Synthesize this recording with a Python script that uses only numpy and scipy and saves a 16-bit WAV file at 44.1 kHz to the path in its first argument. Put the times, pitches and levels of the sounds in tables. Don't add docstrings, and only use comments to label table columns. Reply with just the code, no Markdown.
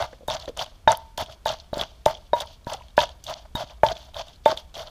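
import sys
import numpy as np
from scipy import signal
from scipy.fft import rfft, irfft
from scipy.io import wavfile
from scipy.ndimage import uniform_filter1d

SR = 44100
rng = np.random.default_rng(int(sys.argv[2]) if len(sys.argv) > 2 else 0)


def convert_level_to_amplitude(level_db):
    exponent = np.asarray(level_db, float) / 20
    return 10 ** exponent


def transcribe(signal):
    frames = np.atleast_2d(signal).T
    limited = np.clip(frames, -1, 1)
    pcm = np.round(limited * 32767).astype(np.int16)
    wavfile.write(sys.argv[1], SR, pcm)


N = 216072


def rms_one(x):
    return x / np.sqrt(np.mean(x ** 2) + 1e-20)


def resonate(x, hz, width_hz):
    r = np.exp(-np.pi * width_hz / SR)
    zeros = [(1 - r * r) / 2, 0, (r * r - 1) / 2]
    poles = [1, -2 * r * np.cos(2 * np.pi * hz / SR), r * r]
    return signal.lfilter(zeros, poles, x)


def body(x, peaks):
    return rms_one(sum((-1) ** k * convert_level_to_amplitude(db) * resonate(x, hz, width_hz)
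                       for k, (hz, width_hz, db) in enumerate(peaks)))


def decaying(t, hz, db, t60_s, phase=0.):
    return convert_level_to_amplitude(db - 60 * t / max(t60_s, .002)) * np.sin(2 * np.pi * hz * t + phase)


def add(out, s, sound):
    i = max(round(s * SR), 0)
    out[i:i + len(sound)] += sound[:N - i]


def flicker(per_s):
    r = np.exp(-2 * np.pi * per_s / SR)
    warm_up = 8000
    wander = signal.lfilter([1], [1, -2 * r, r * r], rng.standard_normal(N + warm_up))
    return rms_one(wander[warm_up:])


def grains(per_s, spread_db, clump_db):
    sizes = convert_level_to_amplitude(spread_db * np.minimum(rng.exponential(1, N), 4)) * rng.choice([-1, 1], N)
    happens = rng.random(N) < per_s / SR
    return sizes * happens * convert_level_to_amplitude(clump_db * flicker(66)) + 1e-18


# (frequency [Hz], width [Hz], level [dB])
BOWL_AIR_PEAKS = [(573, 120, -2), (639.3, 69.7, 9), (896, 252, -2), (1520, 674, -12.5), (467, 160, -24.5),
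                  (2046, 130, -19.5)]
# (frequency [Hz], width [Hz], level [dB])
CRUNCH_PEAKS = [(3162, 990, 10.5), (3500, 600, 13.5), (4430, 600, 5), (6180, 1350, 0.5)]
# (frequency [Hz], width [Hz], level [dB])
FIZZ_PEAKS = [(7320, 2000, -3), (11150, 2000, -3.5), (15100, 4700, -3.5)]
# (frequency [Hz], width [Hz], level [dB])
MAT_PEAKS = [(54, 27, -1.5), (119, 19, 4.5), (213, 130, -13.5)]


def crushing():
    crunch_db, air_db, fizz_db, mat_db = stroke_levels()
    fine = grains(8200.0, spread_db=0.0, clump_db=-1.0)
    coarse = grains(1400.0, spread_db=3.0, clump_db=8.5)
    wet = np.clip((crunch_db + 58) / 18, .3, 1)
    crunch = body(rms_one(fine) + wet * rms_one(wet_pops(coarse)), CRUNCH_PEAKS)
    crunch = resonate(crunch, 3300, 4000)
    rumble = grains(2500.0, spread_db=1.5, clump_db=3.5)
    low = convert_level_to_amplitude(air_db) * body(rumble, BOWL_AIR_PEAKS) + convert_level_to_amplitude(mat_db) * body(rumble, MAT_PEAKS)
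    spray = grains(6000, spread_db=3, clump_db=2.5)
    fizz = sum(convert_level_to_amplitude(db + 3 * flicker(45)) * resonate(spray, hz, width_hz)
               for hz, width_hz, db in FIZZ_PEAKS)
    fizz = convert_level_to_amplitude(fizz_db) * rms_one(fizz)
    crunch = convert_level_to_amplitude(crunch_db + 2.2 * flicker(30)) * rms_one(crunch)
    return crunch * pressed(.002, .012) + fizz + low * pressed(.012, .014)


def wet_pops(clicks, cycles=8.0):
    pitches_hz = np.geomspace(1200, 7500, 14)
    dealt = rng.integers(0, 14, N)
    return sum(resonate(clicks * (dealt == k) + 1e-18, hz, hz / cycles)
               for k, hz in enumerate(pitches_hz))


# (start [s], push until hardest [s], crunch [dB], rumble of the bowl's air [dB], build-up [dB])
STROKES = [(0.0, 0.035, -34, -22.5, 0.5), (0.279, 0.077, -38, -29.5, -3.5), (0.566, 0.05, -29, -23, 9.5),
           (0.874, 0.052, -34.5, -21, -4.5), (1.175, 0.038, -29, -24, 0.5),
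           (1.454, 0.068, -34, -26.5, -0.5), (1.729, 0.09, -32.5, -22, 14), (2.056, 0.052, -37, -28, -6.5),
           (2.333, 0.073, -37, -27.5, 10), (2.665, 0.072, -36.5, -27, 5), (2.967, 0.053, -27, -20, 12),
           (3.26, 0.05, -34.5, -24, 18), (3.55, 0.068, -35.5, -25.5, 6.5), (3.832, 0.074, -35.5, -25, 3),
           (4.135, 0.058, -33.5, -25, 19), (4.455, 0.062, -34.5, -24, -1.5), (4.741, 0.08, -37.5, -34, 2.5)]
# (start [s], length [s], crunch [dB], rumble [dB])
RUSTLES = [(0.124, 0.012, -75, -34), (0.391, 0.07, -43.5, -45), (0.475, 0.016, -38.5, -28),
           (1.293, 0.045, -43, -42.5), (2.402, 0.018, -23, -9.5), (2.469, 0.077, -49, -59),
           (3.235, 0.06, -46, -60), (3.35, 0.072, -56, -48.5), (3.698, 0.031, -50, -39.5),
           (3.449, 0.01, -61, -40), (3.95, 0.15, -47, -49), (4.436, 0.021, -50, -68),
           (4.856, 0.045, -55.5, -48), (4.265, 0.051, -52, -51.5), (4.326, 0.037, -55, -69.5),
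           (4.565, 0.034, -35, -38)]
# (time [s], fizz [dB])
SPRAYS = [(0.277, -43), (0.918, -52), (1.176, -45.5), (1.205, -47.5), (1.455, -41.5), (1.78, -52.5),
          (1.795, -53), (2.059, -30), (2.698, -44), (2.986, -48), (3.239, -40.5), (3.553, -43),
          (3.832, -47), (4.456, -49.5), (4.79, -50)]
SLIDE_S, SLIDE_LOSS_DB, LET_GO_S = 0.02, 8.5, 0.015
SETTLE_DB, SETTLE_DB_PER_S = (-49, -47.5, -70, -59.5), (100, 130, 70, 30)
SETTLE_FOLLOWS = .3
FIZZ_BUILDS = 0.54
SPLAT_DB, SOFT_ENTRY_DB, SPLAT_S = 10, 4.5, 0.007
RUSTLE_RISE_S, RUSTLE_FADE_DB, RUSTLE_END_DB_PER_S = 0.0036, 9, 907
SPRAY_DB_PER_S = 798.5


def stroke_levels():
    t = np.arange(round(.35 * SR)) / SR
    gains = np.full((4, N), 1e-6)
    for s, push_s, crunch_db, air_db, build_db in STROKES:
        top = layers(crunch_db, air_db)
        slid_s = push_s + SLIDE_S
        gone_s = slid_s + LET_GO_S
        struck = min(abs(s - knock[0]) for knock in KNOCKS) < .015
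        splat_db = SPLAT_DB if struck else -SOFT_ENTRY_DB
        rest = np.array(SETTLE_DB) + SETTLE_FOLLOWS * (crunch_db + 32)
        for k, builds in enumerate((1, 1, FIZZ_BUILDS, 1)):
            path_db = [top[k] - builds * build_db, top[k], top[k] - SLIDE_LOSS_DB, rest[k]]
            db = np.interp(t, [0, push_s, slid_s, gone_s], path_db)
            db -= SETTLE_DB_PER_S[k] * np.clip(t - gone_s, 0, None)
            add(gains[k], s, convert_level_to_amplitude(db + splat_db * np.exp(-t / SPLAT_S)))
    for s, length_s, crunch_db, air_db in RUSTLES:
        fade_db = RUSTLE_FADE_DB * t / length_s
        fade_db += RUSTLE_END_DB_PER_S * np.clip(t - length_s, 0, None)
        for k, db in enumerate(layers(crunch_db, air_db)):
            add(gains[k], s, convert_level_to_amplitude(db - fade_db) * (1 - np.exp(-t / RUSTLE_RISE_S)))
    for s, fizz_db in SPRAYS:
        add(gains[2], s, convert_level_to_amplitude(fizz_db - SPRAY_DB_PER_S * t))
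    return uniform_filter1d(20 * np.log10(gains), size=130, axis=1)


def layers(crunch_db, air_db):
    return np.array([crunch_db, air_db, crunch_db - 17.5, air_db - 15])


def pressed(lead_s, hold_s):
    t, free = np.arange(N) / SR, np.ones(N)
    for s, *levels in KNOCKS:
        after = t - s
        release = np.exp(-(np.clip(after, 0, None) / hold_s) ** 2)
        free *= 1 - .95 * (after > -lead_s) * release
    return free


# (time [s], thud peak [dB], lower wall mode [dB], upper wall mode [dB], clack [dB])
KNOCKS = [(0.282, -23.5, -30.5, -33.5, -35.5), (0.875, -11, -9, -18, -10),
          (1.179, -30.5, -35.5, -34, -33.5), (1.458, -20.5, -22, -34, -27.5),
          (1.731, -22.5, -38.5, -44, -41.5), (2.061, -8.5, -16.5, -27.5, -42.5),
          (2.332, -12, -47.5, -16, -27.5), (2.407, -36, -38, -37, -37), (2.668, -32, -74, -33.5, -36.5),
          (2.978, -8, -18, -14.5, -12), (3.553, -45, -35, -32.5, -30), (3.833, -6.5, -12.5, -23, -19.5),
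          (4.459, -6, -12.5, -54, -31)]
# (frequency [Hz], level [dB], t60 [s])
THUD_MODES = [(396, -21.5, 0.012), (610.5, 8, 0.062), (670, -2, 0.06), (760, -41, 0.018), (1118, -6, 0.026)]
# lower, upper [Hz]
WALL_HZ = (897, 953)
# (frequency [Hz], level [dB], t60 [s])
CLAY_MODES = [(2040, -22.5, 0.12), (2060, -30.5, 0.067), (2750, -30, 0.027)]
# (frequency [Hz], level [dB], t60 [s])
CLACK_MODES = [(1440, 0, 0.022), (1526, 5.5, 0.022), (1690, -0.5, 0.047)]
RING_ON_DB, RING_ON_PER_BARE, RING_ON_T60_S = -28, 1.15, .55


def knocks():
    out, t = np.zeros(N), np.arange(round(.5 * SR)) / SR
    scatter_db = rng.normal(0, 1.2, (len(KNOCKS), len(CLAY_MODES + CLACK_MODES)))
    contact = signal.windows.hann(round(0.00041 * SR) + 3)
    contact = contact / contact.sum()
    no_bass = signal.butter(2, 380, "high", fs=SR, output="sos")
    wall_rise = 1 - np.exp(-t / 0.00069)
    for (s, thud_db, low_db, high_db, clack_db), own in zip(KNOCKS, scatter_db):
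        ring_db = max(low_db, high_db)
        bare_db = np.clip(ring_db - thud_db + 7, -8, 13)
        fill = 1 + own[0] / 100
        thud = sum(decaying(t, hz * fill, thud_db + db, min(t60_s, .045), np.pi)
                   for hz, db, t60_s in THUD_MODES)
        thud = signal.sosfilt(no_bass, thud)
        wall_t60_s = 0.11 * convert_level_to_amplitude(0.083 * bare_db)
        ring_on_db = RING_ON_DB + RING_ON_PER_BARE * bare_db
        wall = np.zeros(len(t))
        for hz, db in zip(WALL_HZ, (low_db, high_db)):
            wall += decaying(t, hz, db + 8.0, wall_t60_s)
            wall += decaying(t, hz, db + ring_on_db, RING_ON_T60_S)
        for (hz, db, t60_s), own_db in zip(CLAY_MODES, own):
            wall += decaying(t, hz, ring_db + db + own_db, t60_s)
        for (hz, db, t60_s), own_db in zip(CLACK_MODES, own[len(CLAY_MODES):]):
            wall += decaying(t, hz, clack_db + db + own_db, t60_s)
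        add(out, s + 0.0005, np.convolve(thud, contact)[:len(t)] + wall * wall_rise)
    return out


# (time [s], peak [dB], frequency [Hz])
TICKS = [
    (0.2828, -24, 3690),
    (0.8786, -11.5, 3700),
    (1.4568, -24, 3800),
    (1.732, -33, 3800),
    (2.3322, -21.5, 3770),
    (2.9767, -32, 3610),
    (3.5533, -19, 3740),
    (4.4573, -17.5, 3590),
]
# (frequency [Hz], level [dB], t60 [s])
TICK_MODES = [(3540, -16.5, 0.036), (3020, -14.5, 0.028), (4600, -19, 0.061), (5310, -19, .03),
              (6300, -19, 0.023)]


def ticks():
    out, t = np.zeros(N), np.arange(round(.15 * SR)) / SR
    for s, db, hz in TICKS:
        ring = decaying(t, hz, 3, .03) + decaying(t, hz, -9, .09)
        ring += sum(decaying(t, *mode) for mode in TICK_MODES)
        add(out, s, convert_level_to_amplitude(db) * ring * (1 - np.exp(-t / .0015)))
    return out


# (time [s], peak [dB])
THUMPS = [(0.281, -27), (0.48, -37), (0.594, -45), (0.872, -16), (1.178, -33.5), (1.456, -28),
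          (1.222, -28.5), (1.727, -22), (1.769, -25.5), (1.788, -30.5), (1.814, -27.5), (3.637, -31.5),
          (2.063, -17.5), (2.327, -30), (2.667, -21.5), (2.978, -18.5), (3.549, -17), (3.835, -16),
          (3.925, -32), (4.46, -44)]
# (frequency [Hz], level [dB], t60 [s])
MAT_MODES = [(59, -11, 0.063), (117, -4.5, 0.041), (203, 8, 0.012)]


def thumps():
    out, t = np.zeros(N), np.arange(round(.2 * SR)) / SR
    shape = sum(decaying(t, hz, db, t60_s, np.pi) for hz, db, t60_s in MAT_MODES)
    shape = shape * (1 - np.exp(-t / 0.001))
    for s, db in THUMPS:
        add(out, s + .002, convert_level_to_amplitude(db) * shape)
    return out


# (time [s], peak [dB], frequency [Hz])
NUDGES = [(0.13, -28.5, 506), (0.208, -32.5, 537), (0.221, -37, 630), (0.232, -31.5, 495),
          (0.304, -27, 970), (0.414, -49, 685), (0.479, -14.5, 560), (0.494, -18, 479), (0.45, -33, 653),
          (0.595, -20.5, 720), (3.3, -31, 650), (4.19, -37.5, 646), (4.8, -29, 665), (1.203, -45, 633),
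          (1.224, -21, 676), (1.284, -32.5, 630), (1.524, -51, 670), (1.756, -25, 590), (1.771, -12.5, 592),
          (1.811, -15.5, 652), (2.454, -28, 930), (2.7, -22, 880), (2.745, -21, 760), (2.809, -30.5, 970),
          (3.605, -24, 712), (3.914, -13.5, 670), (4.496, -13, 610), (4.524, -12.5, 577),
          (4.771, -22.5, 670)]


def nudges():
    out, t = np.zeros(N), np.arange(round(.06 * SR)) / SR
    for s, db, hz in NUDGES:
        ring = decaying(t, hz, db + 2.5, .028) + decaying(t, .7 * hz, db - 5, .02)
        add(out, s, ring * (1 - np.exp(-t / 0.0016)))
    return out


# (time [s], peak [dB], broad crack re peak [dB])
SEEDS = [(0.024, -18, -15), (0.3006, -10.5, -10), (0.339, -27, 7.5), (0.573, -24.5, 7.5),
         (0.592, -11.5, -14), (0.641, -28, -7), (0.9183, -23, 15.5), (1.1781, -16.5, -1.5),
         (1.203, -25.5, -21), (1.4673, -15, -5), (1.494, -16, -26), (1.534, -32.5, -8), (1.7803, -30, 9.5),
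         (1.8123, -6.5, -29), (2.0591, -10, 2), (2.4073, -19, 3), (2.7346, -38, 22), (2.989, -6, -46),
         (3.0042, -5, -31), (3.2661, -18, -14), (3.2976, -21, -7), (3.8642, -11, -44), (3.8861, -11.5, -19),
         (4.144, -22.5, -13), (4.1669, -19, -26.5), (4.4962, -21, -10), (4.574, -14.5, -10),
         (4.741, -31, -4), (4.7532, -21.5, -8)]
# (time [s], peak [dB], frequency [Hz])
SMACKS = [(0.1297, -35, 1710), (0.399, -23.5, 4600), (0.457, -25, 3730), (0.479, -33.5, 1900),
          (0.4912, -39, 4300), (0.6619, -26.5, 3330), (0.9722, -19, 12100), (1.261, -26, 3340),
          (1.324, -28.5, 3490), (1.757, -33, 3700), (2.171, -30.5, 3100), (2.461, -38, 10900),
          (2.646, -35.5, 3970), (2.7982, -41, 2720), (2.8207, -34, 2570), (2.8836, -33, 3430),
          (2.9053, -42, 3610), (3.055, -23, 3230), (3.0918, -24, 3500), (3.24, -27.5, 5460),
          (3.698, -33.5, 2770), (3.953, -31, 3500), (4.2824, -29.5, 3470), (4.359, -38.5, 4090),
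          (4.883, -34, 3130)]
SEED_HZ, SEED_SPREAD, SMACK_CRACK_DB = 3440, .04, -10


def snaps():
    out, t = np.zeros(N), np.arange(round(.015 * SR)) / SR
    seed_hz = SEED_HZ * (1 + SEED_SPREAD * rng.standard_normal(len(SEEDS)))
    rows = [(s, db, hz, crack_db) for (s, db, crack_db), hz in zip(SEEDS, seed_hz)]
    rows += [(s, db, hz, SMACK_CRACK_DB) for s, db, hz in SMACKS]
    noises = rng.standard_normal((len(rows), len(t)))
    for (s, db, hz, crack_db), noise in zip(rows, noises):
        burst = noise * np.exp(-t * hz / 6)
        crack = noise * np.exp(-t / .0012)
        for _ in range(2):
            burst = resonate(burst, hz, .3 * hz)
            crack = resonate(crack, 5500, 3500)
        burst = burst / np.abs(burst).max()
        crack = crack / np.abs(crack).max()
        add(out, s, convert_level_to_amplitude(db - 4.0) * (burst + convert_level_to_amplitude(crack_db) * crack))
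    return out


def walls(x, t60_s=0.32):
    t = np.arange(round(.4 * SR)) / SR
    dull = signal.lfilter([.3], [1, -.7], rng.standard_normal(len(t)))
    tail = dull * convert_level_to_amplitude(-60 * t / t60_s) * (t > .006)
    return signal.fftconvolve(x, tail / np.sqrt(np.sum(tail ** 2)))[:N]


# (frequency [Hz], density [dB per Hz])
ROOM_SPECTRUM = [(12, -15.5), (20, -1), (70, -0.5), (106, -17.5), (171, -18), (282, -26.5), (746, -28),
                 (881, -34), (1010, -28.5), (2090, -38), (2270, -31.5), (2470, -37.5), (6540, -42),
                 (14300, -48.5), (15500, -49)]
ROOM_DB = -36.5
HUM_HZ, HUM_WIDTH_HZ, HUM_DB = 55, 10, -53


def room_tone():
    hz = np.maximum(np.fft.rfftfreq(N, 1 / SR), 1)
    table = np.array(ROOM_SPECTRUM)
    colour = convert_level_to_amplitude(np.interp(np.log(hz), np.log(table[:, 0]), table[:, 1]))
    hiss = rms_one(irfft(rfft(rng.standard_normal(N)) * colour, N))
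    hum = rms_one(resonate(rng.standard_normal(N), HUM_HZ, HUM_WIDTH_HZ))
    return convert_level_to_amplitude(ROOM_DB - 11.0) * hiss + convert_level_to_amplitude(HUM_DB) * hum


def scene():
    mortar = crushing() + knocks() + ticks() + thumps() + nudges() + snaps()
    return (mortar + convert_level_to_amplitude(-27) * walls(mortar) + room_tone())[None]


def band_limit(x):
    return signal.sosfilt(signal.butter(12, 16520, fs=SR, output="sos"), x)


def record(dry):
    x = 1.074 * np.tanh(dry / 1.307)
    top_cut = signal.ellip(6, 1, 22, 15300, fs=SR, output="sos")
    mix = signal.sosfilt(top_cut, x)
    return band_limit(mix)


dry = scene()
out = record(dry)
transcribe(out)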